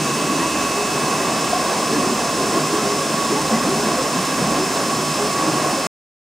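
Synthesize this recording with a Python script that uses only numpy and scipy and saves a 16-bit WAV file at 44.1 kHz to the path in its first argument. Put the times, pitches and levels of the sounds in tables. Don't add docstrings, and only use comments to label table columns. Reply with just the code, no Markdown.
import sys
import numpy as np
from scipy import signal
from scipy.fft import rfft, irfft, next_fast_len
from scipy.io import wavfile
from scipy.ndimage import uniform_filter1d

SR = 44100
rng = np.random.default_rng(int(sys.argv[2]) if len(sys.argv) > 2 else 0)


def invert_db(level):
    return 10 ** (np.asarray(level, dtype=float) / 20)


def unload_wav(signal):
    wavfile.write(
        sys.argv[1],
        SR,
        np.round(np.clip(np.atleast_2d(signal).T, -1, 1) * 32767).astype(np.int16),
    )


N = 282098
TIME_S = np.arange(N) / SR
END_S = 5.8695

# frequency in Hz, level in dB.
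SIDE_DB = [(40, -23.5), (130, -37), (300, -24), (600, -20.5), (1000, -16), (1500, -14), (2200, -14.5),
           (2700, -10), (3600, -15.5), (4500, -11.5), (8000, -11), (15000, -8)]
# frequency in Hz, difference in dB.
LEAN_DB = [(60, -1.5), (300, 0.56), (700, -.6), (950, -0.5), (1110, -3), (1300, -1.2), (2400, -.5),
           (5000, -1), (9000, -0.5), (15000, 0)]
# frequency in Hz, phase by which left leads in radians.
PORT_LEAD_RAD = [(100, 0), (300, -.16), (750, -.3), (1100, -.25), (1500, -.1), (2300, -.05), (2600, .25),
                 (3000, 0), (4000, .1), (6500, .33), (9000, .15), (11000, 0)]
# frequency in Hz, density in dB per Hz.
RUSH_SPECTRUM = [(18, -58), (30, -35.5), (86, -20), (147, -2.5), (298, -1.5), (519, -1.5), (710, -0.5),
                 (871, -5), (973, -4.5), (1090, -2.5), (1310, -11.5), (1660, -12.5), (1830, -16),
                 (2360, -21), (2500, -25.5), (3250, -42.5), (5500, -120)]
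# frequency in Hz, density in dB per Hz.
HISS_SPECTRUM = [(700, -28.5), (1300, -0.5), (2000, -1), (3000, -2), (4000, -2), (5500, -0.5), (7500, -0.5),
                 (9000, -4), (11000, -12.5), (13000, -17), (15000, -18.5), (16000, -21)]
PIPE_HZ = [1013, 1051, 1078, 1122, 1168, 1095, 1632]
# width in Hz, level in dB.
PIPE_WIDTH_LEVEL = [(10, -8), (13, -1.5), (18.06, -3.5), (12.9, 1), (16, -9), (120, -0.5), (30, -14.5)]
# pitch in Hz, width in Hz, rms level in dB.
TANK_MODES = [(150.2, 25, -37.5), (215.6, 55, -35), (264.4, 120, -31), (308.6, 40, -35.5), (381.5, 11, -40),
              (413, 7.4, -39.5)]
# time in seconds, level in dB.
AIR_DRAWN = [(0, -20), (.15, -25.5), (.3, -19.5), (.55, -27), (.85, -27.5), (1.08, -23.5), (1.82, -30),
             (1.9, -23.5), (2.2, -22), (2.26, -32.5), (2.38, -22), (3.21, -26.5), (3.33, -20.5),
             (3.49, -29.5), (3.7, -21.5), (4.1, -27.5), (4.5, -22.5), (5.7, -25)]
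# pitch in Hz, width in Hz, rms level in dB.
PUMP_BODY = [
    (61.3, 6, -53),
    (83.3, 8, -54.5),
    (727.5, 62, -40.5),
]
STEADY_HZ = [57.9, 63.3, 119.8, 1387.5, 1636.5, 2080.6, 2577.3, 2609.6, 2683.6, 2728, 2767, 3107.5, 3390,
             7533.9, 7922.9, 7967.3, 8391.2]
# rms level in dB, left over right in dB.
STEADY_LEVEL_LEAN = [(-61, 0), (-65, 2), (-52.5, 2.5), (-46, 2.5), (-45, -2), (-51, 0.5), (-48.5, -4),
                     (-64.5, -2), (-53.5, -2.5), (-56.5, 0), (-54.5, -1), (-58, -1.5), (-56, 3), (-59, 0),
                     (-57.5, 0), (-59.5, 0.5), (-57, 1.5)]
# time in seconds, pitch in Hz, rms level in dB.
GULPS = [(.102, 138.6, -30.5), (.303, 248, -26), (0.323, 322, -23), (.406, 328, -24.5), (.414, 260, -25),
         (1.875, 240, -33), (1.93, 345, -34), (1.966, 294, -24), (1.986, 225, -24.5), (2.562, 328, -21),
         (2.737, 316, -21.5), (2.84, 131, -35.5), (3.307, 352, -25), (3.538, 221, -17.5), (3.589, 235, -24),
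         (3.663, 205, -25.5), (3.877, 213, -29.5), (4.15, 251, -24), (4.191, 182, -24.5),
         (4.439, 144, -28.5), (4.474, 215, -22), (5.48, 309, -21.5), (5.559, 144, -28.5)]
# time in seconds, pitch in Hz, rms level in dB, length in seconds.
SINGS = [(.788, 408.5, -24, 0.12), (2.086, 379, -28.5, 0.14), (2.45, 383, -29.5, 0.21),
         (2.754, 416, -25, 0.099), (2.889, 406.5, -26, 0.13), (3.336, 423, -27, .065),
         (3.722, 390, -26, 0.13), (4.609, 372, -24, 0.078), (5.008, 372, -26.5, 0.077),
         (5.227, 412, -23, 0.062)]
# time in seconds, pitch in Hz, rms level in dB.
BUBBLES = [(.419, 1900, -39), (.438, 970, -26.5), (.691, 1540, -38.5), (.792, 973, -30), (1.939, 1700, -34),
           (1.943, 448, -30), (2.544, 547, -31), (2.805, 1300, -30.5), (3.027, 547, -29), (3.37, 786, -33),
           (3.376, 870, -27.5), (3.525, 510, -29), (3.548, 2010, -35.5), (3.814, 1450, -40),
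           (3.994, 521, -24.5), (4.065, 583, -27.5), (5.785, 538, -27.5)]
# time in seconds, length in seconds, pitch in Hz, width in Hz, rms level in dB.
SPLASHES = [
    (0.421, 0.054, 1840, 200, -33),
    (1.22, .04, 1850, 250, -36),
    (1.548, .06, 712, 49.9, -32.5),
    (1.929, 0.15, 280, 178.5, -24),
    (3.25, .05, 3620, 250, -34.5),
    (4.0, 0.067, 1410, 300, -34),
    (4.45, 0.062, 177, 70, -25),
]


def rms_one(x):
    return x / np.sqrt(np.mean(x ** 2) + 1e-20)


def at_hz(points, hz):
    points_hz, value = np.transpose(points)
    return np.interp(np.log(hz), np.log(points_hz), value)


def drift(rate_hz):
    r = np.exp(-2 * np.pi * rate_hz * 40 / SR)
    noise = rng.standard_normal(N // 40 + 2002)
    slow = signal.lfilter([1], [1, -2 * r, r * r], noise)[2000:]
    return np.interp(np.arange(N) / 40, np.arange(len(slow)), rms_one(slow - slow.mean()))


def pair(mid, side, lean_db):
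    return np.array([(mid + side) * invert_db(lean_db / 2), (mid - side) * invert_db(-lean_db / 2)])


def spread(mid, side, hz):
    return pair(mid, side * invert_db(at_hz(SIDE_DB, hz)), at_hz(LEAN_DB, hz))


def coloured(spectrum, patchy_db, rate_hz):
    size = next_fast_len(N)
    hz = np.arange(1, size // 2 + 2) * SR / size
    mid, side = rfft(rng.standard_normal((2, size))) * invert_db(at_hz(spectrum, hz))
    both = spread(mid, side, hz)
    half_octave = np.clip(2 * np.log2(hz / 40), 0, 18)
    ends_hz = np.array(spectrum)[[0, -1], 0]
    first, stop = (2 * np.log2(ends_hz / 40) + [0, 2]).clip(0, 19).astype(int)
    out = 0
    for k in range(first, stop):
        share = np.cos(np.pi / 2 * np.clip(half_octave - k, -1, 1)) ** 2
        out = out + irfft(both * share, size)[:, :N] * invert_db(patchy_db * drift(rate_hz))
    return rms_one(out)


def resonances(modes, patchy_db, rate_hz):
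    out = 0
    settle = SR // 4
    for hz, width_hz, db in modes:
        r = np.exp(-np.pi * max(width_hz, 1) / SR)
        poles = [1, -2 * r * np.cos(2 * np.pi * hz / SR), r * r]
        noise = rng.standard_normal((2, N + settle))
        for _ in range(2):
            noise = signal.lfilter([1, 0, -1], poles, noise)
        mid, side = rms_one(noise[:, settle:]) * invert_db(db + patchy_db * drift(rate_hz))
        out = out + spread(mid, side, hz)
    return out


def sine(hz, wander_rad):
    return np.sqrt(2) * np.sin(2 * np.pi * (hz * TIME_S + rng.random()) + wander_rad * drift(3.3))


def water_rush():
    return invert_db(-24 + 1.28 * drift(3.7)) * coloured(RUSH_SPECTRUM, patchy_db=0.4, rate_hz=6.1)


def spray_hiss():
    return invert_db(-26.5 + 0.14 * drift(5)) * coloured(HISS_SPECTRUM, patchy_db=0.3, rate_hz=25.0)


def outlet_pipe():
    modes = np.column_stack([PIPE_HZ, PIPE_WIDTH_LEVEL])
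    ring = invert_db(-28) * rms_one(resonances(modes, patchy_db=1.8, rate_hz=19.0))
    local_power = uniform_filter1d(np.mean(ring ** 2, axis=0), size=2000)
    ring *= (np.mean(ring ** 2) / local_power) ** .3
    whistle = invert_db(-39 + 2.2 * drift(1.5)) * sine(PIPE_HZ[3], wander_rad=0.97)
    return ring + pair(whistle, 0, -3.5)


def tank_gurgle():
    gurgle_db = np.interp(TIME_S, *np.transpose(AIR_DRAWN))
    return invert_db(gurgle_db - 3.5) * rms_one(resonances(TANK_MODES, patchy_db=2.0, rate_hz=6.0))


def pump_body():
    return resonances(PUMP_BODY, patchy_db=-1.5, rate_hz=3.0)


def steady_tones():
    out = 0
    for hz, (db, lean_db) in zip(STEADY_HZ, STEADY_LEVEL_LEAN):
        out = out + pair(invert_db(db) * sine(hz, wander_rad=0.18), 0, lean_db)
    return out


def heard(swinging, resting, turned):
    settling = np.interp(TIME_S, [.45, 1.5], [swinging, resting])
    return np.where(TIME_S > 2.4, turned, settling)


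def motor_whine():
    tooth_hz, gear_hz, top_hz, turn_hz = 2601.1, 2824.9, 6126.2, 57.9
    tooth_lean_db = heard(-3.5, -5, -9.5)
    tooth_db = heard(-37.5, -40.5, -43) + drift(.6)
    octave_db = heard(-44.5, -39.5, -39)
    gear_db = heard(-42.5, -46.5, -51.5) + drift(.6)
    top_db = heard(-38.5, -42, -47) + drift(.6)

    tooth = sine(tooth_hz, 0.14)
    tooth += invert_db(-12.5) * sine(tooth_hz - turn_hz, 0.41)
    tooth += invert_db(-19.0) * sine(tooth_hz + turn_hz, .3)
    tooth += invert_db(-18.0) * sine(tooth_hz + 2 * turn_hz, .3)
    octave = sine(2 * tooth_hz, 0.3)
    octave += invert_db(-22.0) * sine(2 * tooth_hz + turn_hz, 0.41)
    octave += invert_db(-16) * sine(2 * tooth_hz + 2 * turn_hz, .5)
    gear = sine(gear_hz, 0.19)
    top = sine(top_hz, 0.49) + invert_db(-11) * sine(top_hz + 2 * turn_hz, 0.44)

    out = pair(invert_db(tooth_db + 2) * tooth, 0, tooth_lean_db)
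    out += pair(invert_db(octave_db + 4) * octave, 0, -1.2)
    out += pair(invert_db(gear_db + 1.0) * gear, 0, -2.1)
    return out + pair(invert_db(top_db - 3.0) * top, 0, -.8)


def air_pockets():
    rise, gain_db = 0.057, 3.5
    rows = list(SINGS)
    for k in range(3):
        rows.append((1.533 + k * .035, 697 + k * 21, -14 - k * 7.55, .01 * (1 + k / 2)))
    rows += [(s, hz, db, 10.0 / hz) for s, hz, db in GULPS]
    rows += [(s, hz, db, 0.051) for s, hz, db in BUBBLES]
    out = np.zeros((2, N))
    for s, hz, db, length_s in rows:
        turn, lean = rng.random(2)
        t = np.arange(-1.5 * length_s * SR, 1.5 * length_s * SR) / SR
        at = max(round(s * SR + t[0] * SR), 0)
        tone = np.sin(2 * np.pi * (hz * (t + rise * t * t / length_s / 2) + turn))
        swell = np.exp(-4.0 * (t / length_s / np.where(t < 0, .8, 1.2)) ** 2)
        out[:, at:at + len(t)] += pair(invert_db(db + gain_db) * swell * tone, 0, 2.5 * (lean - .5))
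    return out


def splashes():
    out = 0
    for s, length_s, *band in SPLASHES:
        puff = np.exp(-4 * ((TIME_S - s) / length_s) ** 2)
        out = out + puff * resonances([band], patchy_db=-0.5, rate_hz=1)
    return out


def scene():
    water = water_rush() + spray_hiss() + outlet_pipe() + tank_gurgle()
    machine = pump_body() + steady_tones() + motor_whine()
    return water + machine + air_pockets() + splashes()


def band_limit(x):
    return signal.sosfilt(signal.butter(12, 16700, fs=SR, output="sos"), x)


def record(dry):
    high_pass = signal.butter(6, 9900, "high", fs=SR, output="sos")
    side = signal.sosfiltfilt(high_pass, dry[0] - dry[1]) / 2
    burst = np.clip(1.2 * (drift(10) - .2), 0, 1)
    wide = dry + (invert_db(10 * burst - 10) - 1) * side * [[1], [-1]]
    size = next_fast_len(N)
    hz = np.arange(1, size // 2 + 2) * SR / size
    ports = np.exp(.5j * at_hz(PORT_LEAD_RAD, hz) * [[1], [-1]]) * (hz < 15760)
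    stopped = wide * (np.arange(N) < END_S * SR)
    mix = irfft(rfft(stopped, size) * ports, size)[:, :N]
    mix = mix * (np.arange(N) < (END_S + .004) * SR)
    return band_limit(mix)


dry = scene()
out = record(dry)
unload_wav(out)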